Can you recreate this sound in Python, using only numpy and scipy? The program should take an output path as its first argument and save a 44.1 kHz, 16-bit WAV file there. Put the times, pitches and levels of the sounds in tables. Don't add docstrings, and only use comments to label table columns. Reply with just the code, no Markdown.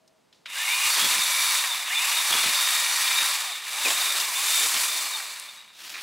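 import sys
import numpy as np
from scipy import signal
from scipy.fft import rfft, irfft
from scipy.io import wavfile
from scipy.ndimage import uniform_filter1d

SR = 44100
rng = np.random.default_rng(int(sys.argv[2]) if len(sys.argv) > 2 else 0)


def generate_wav(sig):
    pcm = np.round(np.clip(np.atleast_2d(sig).T, -1, 1) * 32767).astype(np.int16)
    wavfile.write(sys.argv[1], SR, pcm)


N = 265482
T = np.arange(N) / SR


def undb(db):
    return 10 ** (np.asarray(db) / 20)


def unit(x):
    return x / np.sqrt(np.mean(x ** 2) + 1e-18)


def curves(rows):
    times_s, *columns = np.transpose(rows)
    return [np.interp(T, times_s, column) for column in columns]


def swell(start_s, length_s):
    return np.sqrt(np.maximum(0, 1 - (2 * (T - start_s) / length_s - 1) ** 2))


def noise():
    return rng.standard_normal(N)


def walk(rate_hz):
    hold = max(int(SR / rate_hz), 1)
    return unit(uniform_filter1d(np.repeat(noise()[:N // hold + 1], hold), hold)[:N])


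def colour(x, points):
    hz, db = np.transpose(points)
    bins_hz = np.fft.rfftfreq(2048, 1 / SR)
    gain = undb(np.interp(np.log(bins_hz + 1), np.log(hz), db))
    cepstrum = irfft(np.log(gain))
    half = len(cepstrum) // 2
    causal = np.r_[cepstrum[0], 2 * cepstrum[1:half]]
    response = irfft(np.exp(rfft(causal, 2 * half)))
    return signal.oaconvolve(x, response)[:N]


def ring(x, modes):
    return sum(undb(db) * signal.lfilter(*signal.iirpeak(hz, hz / width, fs=SR), x)
               for hz, width, db in modes)


def hollow(x, modes):
    return unit(sum(ring(ring(x, [(hz, 2 * width, db)]), [(hz, 2 * width, 0)])
                    for hz, width, db in modes))


def grains(rate_hz, spread_db):
    hit = rng.random(N) < rate_hz / SR
    return unit(hit * np.sign(noise()) * undb(spread_db * np.clip(noise(), -2, 2)))


def strikes(rate_hz, decay_s, scatter_db):
    turns = np.cumsum(rate_hz) / SR
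    force = undb(scatter_db * np.clip(noise(), -2, 2))[turns.astype(int)]
    return unit(force * np.exp(-(turns % 1) / rate_hz / decay_s))


# freq_hz, gain_db
AIR_SPECTRUM = [(18, -38), (30, -26), (192, -6.5), (249, -7), (307, -11), (505, -10.5), (852, -11),
                (1470, -17), (2360, -19), (4910, -21), (5590, -23), (7650, -25), (15500, -36)]

def forest(air_db=-67, side_db=-69.5, hum_hz=644, hum_db=-69.5, hum_end_s=0.2):
    air = undb(air_db + 0.66 * walk(3.8)) * unit(colour(noise(), AIR_SPECTRUM))
    fading = np.clip((hum_end_s - T) / .03, 0, 1)
    band = [(hum_hz, 50, 0)]
    hum = fading * undb(hum_db) * unit(ring(ring(noise(), band), band))
    side = unit(colour(noise(), [(30, -25), (70, -12), (150, -12), (500, 0), (1200, -21), (8000, -47)]))
    return air + hum + undb(side_db) * side * np.array([[1], [-1]])


# ratio_to_centre, gain_db
KNOCK_SPECTRUM = [(.08, -44), (.25, -16), (.5, -5), (1, 6.5), (1.7, -1.5), (3, -16), (7, -36)]
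# start_s, peak_db, decay_s, centre_hz
KNOCKS = [(0.077, -48.5, 0.0067, 5030), (0.327, -43, 0.0075, 3300), (.345, -54, 0.064, 4000),
          (.458, -25.5, 0.014, 2400), (1.181, -17, 0.0028, 2600), (1.639, -16.5, .012, 2000),
          (2.303, -21, 0.031, 1050), (2.337, -22, 0.039, 1257), (3.005, -23, 0.00057, 5090),
          (3.062, -20, 0.0027, 3484), (3.077, -16, 0.0034, 2901), (3.849, -26, .014, 2184),
          (3.882, -16, 0.0058, 3600), (3.904, -20.5, 0.011, 1040), (4.2, -15, 0.0062, 5066),
          (5.198, -28, 0.011, 1662), (5.398, -22.5, 0.0015, 8080), (5.802, -35, 0.011, 3690)]

def knocks():
    out = np.zeros(N)
    age_s = T[:SR // 2]
    for start_s, peak_db, decay_s, centre_hz in KNOCKS:
        burst = rng.standard_normal(len(age_s)) * np.exp(-age_s / decay_s)
        knock = colour(burst, [(ratio * centre_hz, db) for ratio, db in KNOCK_SPECTRUM])
        start = int(start_s * SR)
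        out[start:start + len(knock)] += undb(peak_db) * knock[:N - start] / np.abs(knock).max()
    return out


def trunks(x, wet_db, t60_s, side_db):
    tail = noise() * np.exp(-np.log(1000) * T / t60_s) * (T > .008)
    tail = colour(tail, [(100, -3.5), (2500, -15.5), (6000, -11), (14000, -3)])
    echo = signal.oaconvolve(x, tail[:SR] / np.linalg.norm(tail))[:N]
    return x + echo * (undb(wet_db) + undb(side_db) * np.array([[1], [-1]]))


GOVERNED_HZ = 343
# pressed_s, released_s,
# rattle_db, hiss_db, bar_db, singing_db, motor_db, strain_db, slap_db, friction_hz_per_s
TRIGGER_PULLS = [(0.455, 1.561, -31.5, -27.5, -33.5, -34.5, -60.5, -23.5, -44, 207.7),
                 (1.872, 3.29, -31, -28, -34, -36.5, -58.5, -24, -34, 340.8),
                 (3.64, 4.182, -32, -29, -34, -46, -49.5, -36, -43, 231.3),
                 (4.328, 4.98, -33, -27.5, -38.5, -42.5, -52, -27, -31.5, 192)]

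def saw(lowered_s=4.75, lowering_s=0.37, lowered_db=-3):
    shaft_hz, torque, coasting = shaft()
    speed = shaft_hz / GOVERNED_HZ
    balance = [(s, *levels) for on, off, *levels, _, _, _ in TRIGGER_PULLS for s in (on, off)]
    rattle_db, hiss_db, bar_db, singing_db, motor_db = curves(balance)
    *_, strain_db, slap_db, _ = latest_pull()
    lowered = np.clip((T - lowered_s) / lowering_s, 0, 1)
    spared_db = 0.5 * lowered
    crawl = .13 * (shaft_hz > 0)
    links = undb(lowered_db * lowered) * chain(
        shaft_hz,
        rattle_gain=undb(rattle_db + 2.5 * torque) * speed ** 0.68,
        housing_gain=undb(rattle_db - 3.5) * speed ** 0.68,
        strain_gain=undb(strain_db) * torque * speed,
        slap_gain=undb(slap_db) * coasting * speed,
        hiss_gain=undb(hiss_db + 4.5 * torque + spared_db) * speed ** 1.19,
        bar_gain=undb(bar_db + spared_db) * np.maximum(speed ** 0.86, crawl))
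    whine = undb(rattle_db) * speed * (1 - 0.17 * coasting) * gears(shaft_hz)
    hum = undb(motor_db) * speed ** 1.43 * motor(shaft_hz)
    whistle = undb(singing_db) * speed ** 4 * singing()
    return links + whine + hum + whistle + squeals() + cutting(shaft_hz)


def latest_pull():
    rows = np.array(TRIGGER_PULLS)
    return rows[np.maximum(np.searchsorted(rows[:, 0], T) - 1, 0)].T


def shaft(free_hz=468, spin_up_s=.39, coast_s=.58):
    pulled = sum((T >= on) & (T < off) for on, off, *_ in TRIGGER_PULLS)
    braking = sum(drag * swell(start_s, length_s) for start_s, length_s, *_, drag in WOOD_BITES)
    *_, friction = latest_pull()
    step = SR // 1000
    hz, rates = 0, []
    for on, drag, dry_friction in zip(pulled[::step], braking[::step], friction[::step]):
        push = (free_hz - hz) / spin_up_s if on else -dry_friction - hz / coast_s
        hz = min(max(hz + (push - drag) * step / SR, 0), GOVERNED_HZ)
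        rates.append(hz)
    shaft_hz = np.interp(T, T[::step], rates)
    torque = uniform_filter1d(pulled * np.sqrt(np.maximum(1 - shaft_hz / GOVERNED_HZ, 0)), size=1200)
    coasting = uniform_filter1d(1. - pulled, size=2400)
    return shaft_hz * (1 + .005 * walk(7)), torque, coasting


# freq_hz, gain_db
RATTLE_SPECTRUM = [(40, -59), (150, -42), (300, -59), (500, -30), (720, -8.5), (1000, 1), (1330, -1),
                   (1510, -2), (1750, 2), (2450, 1), (2850, -1), (3120, -2), (3450, 0.5), (4700, -10),
                   (6600, -19), (16000, -30)]
# freq_hz, gain_db
HISS_SPECTRUM = [(100, -78), (2500, -32), (4100, 0.5), (4750, -0.5), (5350, -2), (6000, 0), (6650, -2),
                 (7200, 0.5), (8000, 1), (9100, -3), (9650, 0.5), (10050, -2.5), (10700, -2), (12000, -6),
                 (15800, -10.5)]
# pitch_hz, width_hz, gain_db
HOUSING_MODES = [(589, 20.7, -1), (1015, 58, 2), (1192, 80, 4), (1840, 130, 0), (2319, 64, 6.5),
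                 (2383, 92, 9), (2773, 160, 5.5), (4410, 96, 2.5), (4830, 260, 3), (5090, 110, -3),
                 (6100, 230, 0)]
# pitch_hz, width_hz, gain_db
STRAIN_MODES = [(2206, 170, -2), (2487, 150, 0.5), (2766, 130, -0.5)]
# pitch_hz, width_hz, gain_db
SLAP_MODES = [(1154, 130, -2.5), (2340, 150, 0.5), (2600, 88, -5), (3560, 110, -3), (4350, 400, 1),
              (4780, 280, -11), (7700, 800, -5.5)]
# pitch_hz, width_hz, gain_db
BAR_MODES = [(3548, 39, 14), (3676, 17.4, 16), (3739, 66, 12), (3833, 95, 10)]

def chain(shaft_hz, rattle_gain, housing_gain, strain_gain, slap_gain, hiss_gain, bar_gain):
    links = strikes(200 + shaft_hz, decay_s=0.014, scatter_db=1)
    slack = unit(undb(0.72 * walk(110) + 0.55 * walk(14)))
    contact_hz = 3000 + 22 * shaft_hz
    rattle = unit(colour(links * grains(contact_hz, spread_db=2.5), RATTLE_SPECTRUM))
    housing, strain, slap = (hollow(grains(contact_hz, spread_db=2.5), modes)
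                             for modes in (HOUSING_MODES, STRAIN_MODES, SLAP_MODES))
    hiss = unit(colour(links * grains(2 * contact_hz, spread_db=4), HISS_SPECTRUM))
    bar = hollow(noise(), BAR_MODES) * undb(walk(14))
    return slack * (rattle_gain * rattle + housing_gain * housing + strain_gain * strain
                    + slap_gain * slap + hiss_gain * hiss + bar_gain * bar)


# shaft_multiple, level_db
GEAR_HARMONICS = [(2, -15), (3, -8), (4, 0), (8, -17)]

def gears(shaft_hz, gain_db=-15.3, resonance_hz=235, half_width_hz=90, lift_db=9.5):
    phase = 2 * np.pi * np.cumsum(shaft_hz * (1 + .006 * walk(150))) / SR
    whine = sum(undb(db + 3 * walk(60)) * np.sin(multiple * phase) for multiple, db in GEAR_HARMONICS)
    resonance_db = lift_db * np.exp(-((shaft_hz - resonance_hz) / half_width_hz) ** 2)
    radiated = colour(whine, [(60, -50), (200, -30), (450, -18), (620, -13), (780, -2), (950, 0),
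                              (1200, 3), (1400, -4), (3000, -3)])
    return radiated * undb(resonance_db + gain_db)


# pitch_hz, width_hz, gain_db
CASE_MODES = [(414, 130, 6.5), (653, 60, -2), (696, 210, 0.5)]

def motor(shaft_hz):
    phase = 2 * np.pi * np.cumsum(shaft_hz * (1 + .008 * walk(98))) / SR
    hum = (shaft_hz / GOVERNED_HZ) ** 2 * undb(-10 + 3 * walk(30)) * np.sin(phase)
    shaking = ring(noise(), CASE_MODES)
    case = colour(shaking, [(60, -28), (250, -6), (330, -6), (520, -1.5), (570, 4), (800, 1),
                            (2000, -17.5)])
    return unit(case) + hum


# pitch_hz, width_hz, level_db
HEAD_MODES = [(1030, 80, -9), (1880, 80, -11), (2340, 110, -7), (3450, 90, -8), (3750, 70, -5),
              (4410, 80, -3.5), (4790, 80, -9), (5085, 70, -10), (5850, 120, -6), (9680, 300, -8),
              (10480, 200, -10), (11180, 200, -12)]

def singing():
    out = 0
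    for pitch_hz, width_hz, level_db in HEAD_MODES:
        mode = [(pitch_hz, width_hz, 0)]
        tone = ring(ring(noise(), mode), mode)
        out = out + undb(level_db) * unit(tone * undb(1.8 * walk(7)))
    return out


# start_s, length_s, first_hz, settled_hz, level_db
CHAIN_SQUEALS = [(.552, .1, 1520, 1900, -32), (.668, .09, 2000, 2560, -26), (.69, .055, 3450, 3680, -29),
                 (.75, .14, 2380, 2460, -28.5), (.76, .13, 2780, 2860, -30), (.88, .11, 4480, 4430, -31),
                 (.99, .09, 3250, 3420, -24.5), (1.1, .06, 3850, 3520, -30), (1.2, .075, 3560, 3700, -28),
                 (1.23, .33, 2320, 2250, -33), (1.3, .25, 3620, 3740, -32), (1.705, .042, 3800, 3480, -25),
                 (1.897, .045, 1350, 2350, -26), (1.928, .05, 2330, 2470, -26.5),
                 (1.943, .06, 3500, 3580, -23.5), (1.97, .09, 2250, 2740, -27),
                 (2.135, .095, 3660, 3720, -26), (2.322, .022, 3300, 3370, -23),
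                 (2.35, .055, 3450, 3400, -27), (2.412, .02, 3550, 3620, -23), (2.44, .42, 3640, 3740, -30),
                 (2.55, .75, 1880, 1880, -37), (3.02, .28, 2340, 2385, -33.5), (3.03, .12, 3640, 3700, -32),
                 (3.15, .12, 3700, 3760, -25.5), (3.42, .13, 3680, 3620, -36),
                 (3.848, .03, 2650, 2400, -22.5), (3.88, .07, 2720, 2620, -32),
                 (3.88, .16, 3760, 3630, -29), (4.08, .06, 3640, 3720, -26.5), (4.35, .05, 3530, 3600, -28),
                 (4.45, .21, 3590, 3640, -27.5), (4.86, .15, 3540, 3620, -32),
                 (4.945, .04, 4500, 4340, -34.5), (5.118, .052, 4050, 3500, -28),
                 (5.15, .04, 4400, 4170, -36), (5.47, .05, 3620, 3650, -44), (5.57, .05, 3850, 3760, -47)]

def squeals(jitter_hz=38, settle_share=.5):
    rasp_hz = jitter_hz * (walk(700) + .2 * walk(80))
    out = np.zeros(N)
    for start_s, length_s, first_hz, settled_hz, level_db in CHAIN_SQUEALS:
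        on = (T >= start_s) & (T < start_s + length_s)
        glide = np.exp(-(T[on] - start_s) / (settle_share * length_s))
        pitch_hz = settled_hz + (first_hz - settled_hz) * glide + rasp_hz[on]
        tone = np.sin(2 * np.pi * np.cumsum(pitch_hz) / SR)
        out[on] += undb(level_db) * swell(start_s, length_s)[on] * tone
    return out * unit(undb(3 * walk(280)))


# freq_hz, gain_db
CRUNCH_SPECTRUM = [(30, -56), (100, -46), (200, -7), (290, 0.5), (480, 0.5), (1100, 7), (2300, 10),
                   (3800, 11), (6000, 4), (15000, -11)]
# ratio_to_lowest_note, gain_db
LIMB_SPECTRUM = [(.17, -42), (.55, -33), (.76, -17), (1, -1), (1.4, -5), (1.85, 1), (3.1, -4.5),
                 (10, -17.5)]
# start_s, length_s, crunch_db, boom_db, lowest_note_hz, braking_hz_per_s
WOOD_BITES = [(0.961, .024, -27.5, -54, 160, 1500), (0.991, 0.021, -31, -48, 145, 900),
              (1.015, 0.024, -34, -41, 145, 700), (1.042, .03, -36, -41, 147, 100),
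              (1.108, 0.05, -29.5, -50, 148, 500), (1.164, 0.033, -48, -44, 150, 100),
              (2.302, .03, -33, -43, 149.4, 1800), (2.335, 0.019, -34, -38.5, 151, 1000),
              (2.361, 0.038, -29, -50, 149.5, 100), (2.43, 0.019, -25.5, -48, 150, 700),
              (2.454, .045, -35, -41.5, 141, 700), (2.736, 0.029, -45, -55, 132.2, 100),
              (3.202, 0.026, -31.5, -49, 158.8, 200), (3.847, 0.043, -30.5, -40.5, 283, 100),
              (3.899, .018, -28.5, -48, 308, 100), (4.607, 0.06, -32.5, -53, 189, 200),
              (4.737, 0.036, -32, -49, 163.2, 300), (4.837, 0.032, -37, -55, 160, 200)]
# freq_hz, gain_db
SAWDUST_SPECTRUM = [(500, -38), (3000, 0.5), (4200, -3), (6000, -4), (7300, 4), (8500, 0), (11000, -4),
                    (16000, -13)]
# start_s, length_s, level_db
SAWDUST_SPRAYS = [(3.838, 0.13, -28.5), (4.425, 0.28, -27)]

def cutting(shaft_hz, attack_s=.003, release_s=.008):
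    cutters = strikes(np.maximum(shaft_hz / 2, 1), decay_s=0.006, scatter_db=1.5)
    chops = cutters * grains(12000, spread_db=1.5)
    crunch = unit(colour(chops, CRUNCH_SPECTRUM))
    sawdust = unit(colour(grains(15000, spread_db=3), SAWDUST_SPECTRUM))
    out = sawdust * sum(undb(db) * swell(start_s, length_s) for start_s, length_s, db in SAWDUST_SPRAYS)
    for start_s, length_s, crunch_db, boom_db, note_hz, _ in WOOD_BITES:
        catch = np.clip((T - start_s) / attack_s, 0, 1)
        release = np.exp(-np.maximum(T - start_s - length_s, 0) / release_s)
        boom = unit(colour(chops, [(ratio * note_hz, db) for ratio, db in LIMB_SPECTRUM]))
        out += catch * release * (undb(crunch_db) * crunch + undb(boom_db) * boom)
    return out


# freq_hz, gain_db
UNDERGROWTH_SPECTRUM = [(35, -71), (60, -35), (285, -14), (521, -19.5), (721, -7.5), (810, -11), (999, -5),
                        (1100, -12), (1260, -5.5), (2250, -4), (2840, -2.5), (4220, -2), (15500, -16)]
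# time_s, level_db
STEP_LEVELS = [(5.65, -80), (5.75, -52.5), (5.79, -47.5), (5.82, -41.5), (5.92, -39), (5.954, -46),
               (6.02, -37)]

def undergrowth():
    level_db, = curves(STEP_LEVELS)
    onset = np.clip((T - STEP_LEVELS[0][0]) / 0.017, 0, 1)
    crackle = grains(9000, spread_db=-0.5) * undb(1.9 * walk(120))
    return onset * undb(level_db) * unit(colour(crackle, UNDERGROWTH_SPECTRUM))


# pitch_hz, width_hz, gain_db
POLE_MODES = [(1380, 350, -7), (1880, 400, 3), (2340, 340, 4), (3730, 460, -1)]

def scrape(start_s=5.936, length_s=0.072, gain_db=-32.5, decay_s=0.09, slip_hz=278):
    slips = strikes(slip_hz * undb(2 * walk(60)), decay_s=0.0044, scatter_db=-0.5) * noise()
    easing = np.exp(-np.maximum(T - start_s, 0) / decay_s)
    return undb(gain_db) * swell(start_s, length_s) * easing * unit(ring(slips, POLE_MODES))


def scene():
    work = saw() + knocks() + undergrowth() + scrape()
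    return trunks(work, wet_db=-12, t60_s=0.27, side_db=-55) + forest()


def record(dry, low_cut_hz=55, top_hz=15700):
    thinned = signal.sosfilt(signal.butter(1, low_cut_hz, "high", fs=SR, output="sos"), dry)
    return signal.sosfilt(signal.ellip(10, .2, 80, top_hz, fs=SR, output="sos"), thinned)


dry = scene()
out = record(dry)
generate_wav(out)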